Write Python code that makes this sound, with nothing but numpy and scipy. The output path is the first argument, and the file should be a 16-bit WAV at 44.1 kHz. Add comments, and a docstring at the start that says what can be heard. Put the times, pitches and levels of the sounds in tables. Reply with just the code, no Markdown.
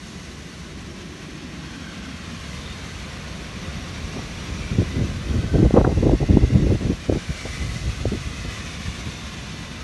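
"""A low fan drone under a rush of air: a blower keeps an inflatable castle filled on open grass.
Turbulence in the casing makes the drone; air through the resonant housing makes the rush.
Reflections from the vinyl walls sweep its colour as the microphone moves along them.
Wind buffets the microphone in uneven bursts, hardest at the opening in the wall."""
import sys
import numpy as np
from scipy import signal
from scipy.fft import rfft, irfft
from scipy.io import wavfile
from scipy.ndimage import map_coordinates

SR = 44100
rng = np.random.default_rng(int(sys.argv[2]) if len(sys.argv) > 2 else 0)


def bounce(signal):
    """Save signal as a 16-bit WAV file at the path given by the first command-line argument."""
    frames = np.transpose(np.atleast_2d(signal))
    limited = np.clip(frames, -1, 1)
    pcm = np.round(limited * 32767).astype(np.int16)
    wavfile.write(sys.argv[1], SR, pcm)


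N = 433503
TIME_S, FREQ_HZ = np.arange(N) / SR, np.fft.rfftfreq(N, 1 / SR)

# gusts on the microphone: start_s, length_s, level_db, high_edge_hz
GUSTS = [(4.155, 0.043, -28.5, 800), (4.703, 0.063, -23, 230), (4.782, 0.049, -15.5, 315),
         (4.94, 0.13, -20.5, 288), (5.268, 0.19, -28, 397), (5.535, 0.14, -12.5, 353),
         (5.741, 0.086, -12.5, 680), (5.848, 0.0085, -11.5, 1170), (5.865, 0.073, -18, 553),
         (5.97, 0.047, -19.5, 400), (6.027, 0.13, -15, 490), (6.203, 0.048, -19.5, 497),
         (6.287, 0.11, -13, 320), (6.418, 0.035, -17, 350), (6.504, 0.17, -16, 294),
         (6.666, 0.093, -16, 370), (6.806, 0.13, -20, 360), (7.085, 0.096, -18.5, 412),
         (7.452, 0.026, -28, 600), (8.116, 0.047, -22.5, 377), (8.45, 0.025, -29, 400),
         (8.866, 0.022, -26, 150), (9.06, 0.038, -27, 220)]


def gain_of(db):
    """Decibels to amplitude."""
    return 10 ** (np.asarray(db) / 20)


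def unit_rms(x):
    """Scale to an rms of one."""
    return x / np.sqrt(np.mean(x ** 2) + 1e-20)


def follow(rows, t):
    """Each column after the first, interpolated at times t."""
    time_s, *columns = np.transpose(rows)
    return [np.interp(t, time_s, column) for column in columns]


def noise(spectrum):
    """Unit-rms noise shaped by rows of freq_hz, density_db."""
    freq_hz, density_db = np.transpose(spectrum)
    shape_db = np.interp(np.log(FREQ_HZ + 1), np.log(freq_hz), density_db)
    return unit_rms(irfft(rfft(rng.standard_normal(N)) * gain_of(shape_db), N))


def wander(rate_hz):
    """Slow random motion of unit rms."""
    return unit_rms(irfft(rfft(rng.standard_normal(N)) / (1 + (FREQ_HZ / rate_hz) ** 4), N))


def add(mix, start_s, sound):
    """Mix a sound in at start_s."""
    part = mix[max(round(start_s * SR), 0):][:len(sound)]
    part += sound[:len(part)]


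def stft(x):
    """Frequency column, time row and short-time spectra."""
    hz, t, spectra = signal.stft(x, SR, nperseg=2048)
    return hz[:, None], t, spectra


def istft(spectra):
    """Short-time spectra back to sound."""
    return signal.istft(spectra, SR)[1][:N]


def bell(offset_hz, width_hz):
    """Resonance curve, one at its centre."""
    return 1 / (1 + (2 * offset_hz / width_hz) ** 2)


def blooms_db(hz, t, width_hz=107):
    """Bands of the blower swell or sink as the microphone passes spots along the walls."""
    # time_s, reach_s, centre_hz, lift_db
    spots = [(1.2, 0.27, 70, -6.5), (1.9, 0.23, 1570, 10), (2, 0.68, 3240, 6.5), (2.68, .065, 3630, 16),
             (4.5, .6, 5700, 9), (4.65, 0.14, 2350, 10.5), (4.97, .13, 2020, 6.5), (5.55, 0.3, 1530, 12),
             (6.4, .6, 2070, 6), (7.56, .18, 2040, 12.5), (7.48, 0.23, 2300, 8.5), (8.5, .25, 2020, 6),
             (8.45, 0.59, 2540, 6), (8.9, 0.27, 2280, 5), (9.2, 1, 3550, 7)]
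    return sum(lift_db * bell(hz - centre_hz, width_hz) * np.exp(-((t - time_s) / reach_s) ** 2)
               for time_s, reach_s, centre_hz, lift_db in spots)


def drone(throb_db=0.5, hollow_width_hz=110):
    """Turbulence in the fan casing: a low, slightly throbbing roar."""
    # fan and casing: freq_hz, density_db
    spectrum = [(20, -30), (33, -9), (48, -3.5), (75, 2.5), (110, -7), (170, 0), (240, -6.5), (320, -13.5),
                (420, -18), (650, -20), (1100, -49.5)]
    # time_s, level_db
    levels = [(0, -40), (1.1, -37), (1.8, -38.5), (2.7, -34.5), (3.8, -32), (5, -31.5), (7.2, -37.5),
              (8, -41.5), (8.8, -36), (9.83, -36)]
    # hollow band, sinking as the microphone nears the wall: time_s, centre_hz, lift_db
    hollow = [(0, 380, 6.5), (.7, 364, 8), (1.4, 316, 12), (2, 287, 9.5), (2.4, 262, 0.5), (2.9, 240, -4),
              (9.83, 240, 2.5)]
    hz, t, spectra = stft(noise(spectrum))
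    centre_hz, lift_db = follow(hollow, t)
    level_db, = follow(levels, TIME_S)
    hollow_db = lift_db * bell(hz - centre_hz, hollow_width_hz)
    roar = istft(spectra * gain_of(hollow_db + blooms_db(hz, t)))
    return roar * gain_of(level_db + throb_db * wander(rate_hz=24))


def rush(trim_db=2.0, flutter_db=0.58, hiss_hz=4700, swell_db=0.64, swell_rate_hz=0.92):
    """Air rushes through the housing, whose resonances swell and fade; the walls shade its hiss."""
    # airflow: freq_hz, density_db
    spectrum = [(150, 5.5), (500, -0.5), (850, -2), (1200, 0.5), (1750, 1.5), (2400, 1.5), (3700, -0.5),
                (5000, -5.5), (6000, -5.5), (7600, -13), (9500, -15), (10500, -20.5), (11600, -19.5),
                (13000, -71)]
    # at the microphone: time_s, level_db, relative_hiss_db
    levels = [(0, -44, -2), (1.1, -44, -5.5), (2.05, -41, -7.5), (2.5, -40.5, -4.5), (3.5, -39.5, -7.5),
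              (4.5, -38.5, -6.5), (5.3, -40, -5.5), (5.85, -43, -4), (6.3, -41, -6), (7.1, -40.5, -5),
              (7.55, -39, -0.5), (8.1, -40, -3), (8.7, -38.5, -4), (9.83, -40, -6)]
    # housing and duct: centre_hz, width_hz, lift_db
    resonances = [(714, 31, 2.5), (1092, 126, 4.5), (1510, 75, 1.5), (2005, 60, 4), (2450, 62, 2),
                  (3260, 150, -2), (4410, 71, 4.5), (5550, 390, 2.5), (6000, 53, 5.5), (6420, 82, 7),
                  (7100, 200, 3.5)]
    hz, t, spectra = stft(noise(spectrum))
    level_db, hiss_db = follow(levels, t)
    housing_db = 0
    for centre_hz, width_hz, lift_db in resonances:
        swell = np.interp(t, TIME_S, wander(swell_rate_hz))
        housing_db += (lift_db + swell_db * swell) * bell(hz - centre_hz, width_hz)
    shade_db = (hiss_db - hiss_db.mean()) * hz ** 4 / (hz ** 4 + hiss_hz ** 4)
    air = unit_rms(istft(spectra * gain_of(housing_db + blooms_db(hz, t) + shade_db)))
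    return air * gain_of(trim_db + np.interp(TIME_S, t, level_db) + flutter_db * wander(rate_hz=19))


def wall_reflections(x):
    """Two walls each add an echo; the changing delays sweep the colour of the rush."""
    # each wall: time_s, delay_ms, echo_gain
    first_wall = [(0, 1.5, .03), (1.6, 1.08, .1), (2.4, 1.75, 0.22), (3.3, 2.8, 0.05), (4.5, 2.4, 0.09),
                  (5.3, 1.58, 0.21), (6.6, 1.44, 0.13), (7.4, 1.78, 0.1), (8.1, 1.42, .2),
                  (8.55, 1.65, 0.18), (9.5, 1.97, 0.06)]
    second_wall = [(0, 1.1, .06), (1.5, 0.93, 0.022), (5.1, 0.81, 0.072), (6.1, 1.1, 0.2), (6.6, 1.08, .16),
                   (7.5, 1.45, 0.12), (8.15, 1.36, 0), (8.6, 2.67, 0.17), (9.83, 3.07, .18)]
    out = x.copy()
    for wall in (first_wall, second_wall):
        delay_ms, echo_gain = follow(wall, TIME_S)
        read_index = (TIME_S - delay_ms / 1000) * SR
        out += echo_gain * map_coordinates(x, [read_index], order=3)
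    return out


def tube_scatter(x, echo_gain=0.11, drift_ms=0.25, spread_ms=16, count=14):
    """Weak, drifting echoes off the vinyl tubes comb the sound into fine bands."""
    hz, t, spectra = stft(x)
    comb = 1
    for place, pace, phase in rng.random((count, 3)):
        delay_ms = 3 + spread_ms * place + drift_ms * np.sin((0.413 + pace) * t + 2 * np.pi * phase)
        comb += echo_gain * np.cos(2 * np.pi * hz * delay_ms / 1000)
    return istft(spectra * comb)


def breeze(lump_db=4.5):
    """Light wind slides over the microphone: a lumpy low rumble."""
    # freq_hz, density_db
    spectrum = [(18, -20), (35, -9.5), (52, -0.5), (100, -3.5), (200, -15.5), (400, -26), (800, -39),
                (1600, -86)]
    # time_s, level_db
    levels = [(0, -47), (2, -60), (3.2, -41.5), (4.4, -38), (4.7, -27), (5.45, -24), (5.8, -20.5),
              (6.6, -19), (7.05, -37.5), (7.35, -39.5), (7.6, -25), (8.2, -25), (8.55, -36.5), (9.83, -40)]
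    level_db, = follow(levels, TIME_S)
    rumble = noise(spectrum) * gain_of(lump_db * wander(rate_hz=16.7))
    return unit_rms(rumble) * gain_of(level_db)


def buffets(rise_s=0.0131, fall_s=0.037, low_edge_hz=49.4, rolloff=6.44, trim_db=-1.5):
    """Each gust is a burst of pink turbulence that breaks into eddies; the strongest spit highest."""
    eddy_rate_hz, eddy_db = 45, 2.5
    spit_hz, spit_db = 457, 2  # extra flutter above spit_hz
    out = np.zeros(N)
    hz = np.fft.rfftfreq(16384, 1 / SR)[1:]
    eddies = wander(eddy_rate_hz)
    spit_share = hz ** 4 / (hz ** 4 + spit_hz ** 4)
    for start_s, length_s, level_db, high_edge_hz in GUSTS:
        power = 1 / hz / (1 + (low_edge_hz / hz) ** 4) / (1 + (hz / high_edge_hz) ** rolloff)
        spectrum = np.sqrt(power) * np.exp(2j * np.pi * rng.random(len(hz)))
        rumble = irfft(np.r_[0, spectrum * (1 - spit_share)])
        spit = irfft(np.r_[0, spectrum * spit_share])
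        t = np.arange(len(rumble)) / SR
        eddy = np.interp(start_s + t, TIME_S, eddies)
        ramp = np.clip(np.minimum(t / rise_s, (length_s - t) / fall_s + 0.5), 0, 1)
        envelope = np.sin(np.pi / 2 * ramp) ** 2
        burst = (rumble + spit * gain_of(spit_db * eddy)) * gain_of(eddy_db * eddy) * envelope
        burst *= np.sqrt(length_s * SR / np.sum(burst ** 2))  # unit rms over length_s
        add(out, start_s - rise_s / 2, gain_of(level_db + trim_db) * burst)
    return out


def vortex(pitch_hz, width_rad=2.84):
    """A vortex core crosses the microphone port: the pressure drops, then snaps back."""
    phase = 2 * np.pi * pitch_hz * np.arange(-900, 900) / SR
    swing = np.sin(phase) * np.exp(-(phase / width_rad) ** 2)
    return swing / swing.max()


def slaps(rate_hz=40, small_db=-1.5, spread_db=7.5, pitch_ratio=0.78, spread_oct=1.6, max_per_gust=12):
    """Big vortices strike at set times; gusts shed small ones that follow their level and pitch."""
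    # hardest pressure slaps: time_s, peak_db, pitch_hz
    big_vortices = [(5.629, -1, 241), (5.709, -11.5, 426), (5.742, -3, 227), (5.776, 1, 393),
                    (5.878, -12, 300), (6.034, -12, 420), (6.096, -11, 527), (6.137, -6.5, 263),
                    (6.34, -6, 70), (6.372, 1.5, 250), (7.098, -6.5, 390), (8.056, -10, 404)]
    strikes = list(big_vortices)
    for start_s, length_s, level_db, high_edge_hz in GUSTS:
        jitter, size, pitch = rng.random((max_per_gust, 3)).T
        after_s = (np.arange(max_per_gust) + jitter) / rate_hz
        peak_db = level_db + small_db + spread_db * (size - pitch)
        pitch_hz = high_edge_hz * pitch_ratio * 2 ** (spread_oct * (pitch - 0.5))
        strikes += list(np.c_[start_s + after_s, peak_db, pitch_hz][after_s < length_s])
    out = np.zeros(N)
    for time_s, peak_db, pitch_hz in strikes:
        swing = vortex(pitch_hz)
        add(out, time_s - len(swing) / 2 / SR, gain_of(peak_db) * swing)
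    return out


def scene():
    """The blower among the walls, plus wind on the microphone; mono."""
    blower = drone() + tube_scatter(wall_reflections(rush()))
    return (blower + breeze() + buffets() + slaps())[None]


def record(dry, low_cut_hz=37, high_cut_hz=12050):
    """The microphone sheds deep bass and rounds off the largest peaks; a low-pass follows."""
    highpass = signal.butter(5, low_cut_hz, "high", fs=SR, output="sos")
    lowpass = signal.firwin(511, high_cut_hz, window=("kaiser", 9), fs=SR)
    x = signal.sosfilt(highpass, dry)
    rounded = x / (1 + x ** 4) ** (1 / 4)
    return signal.oaconvolve(rounded, lowpass[None], "same")


dry = scene()
out = record(dry)
bounce(out)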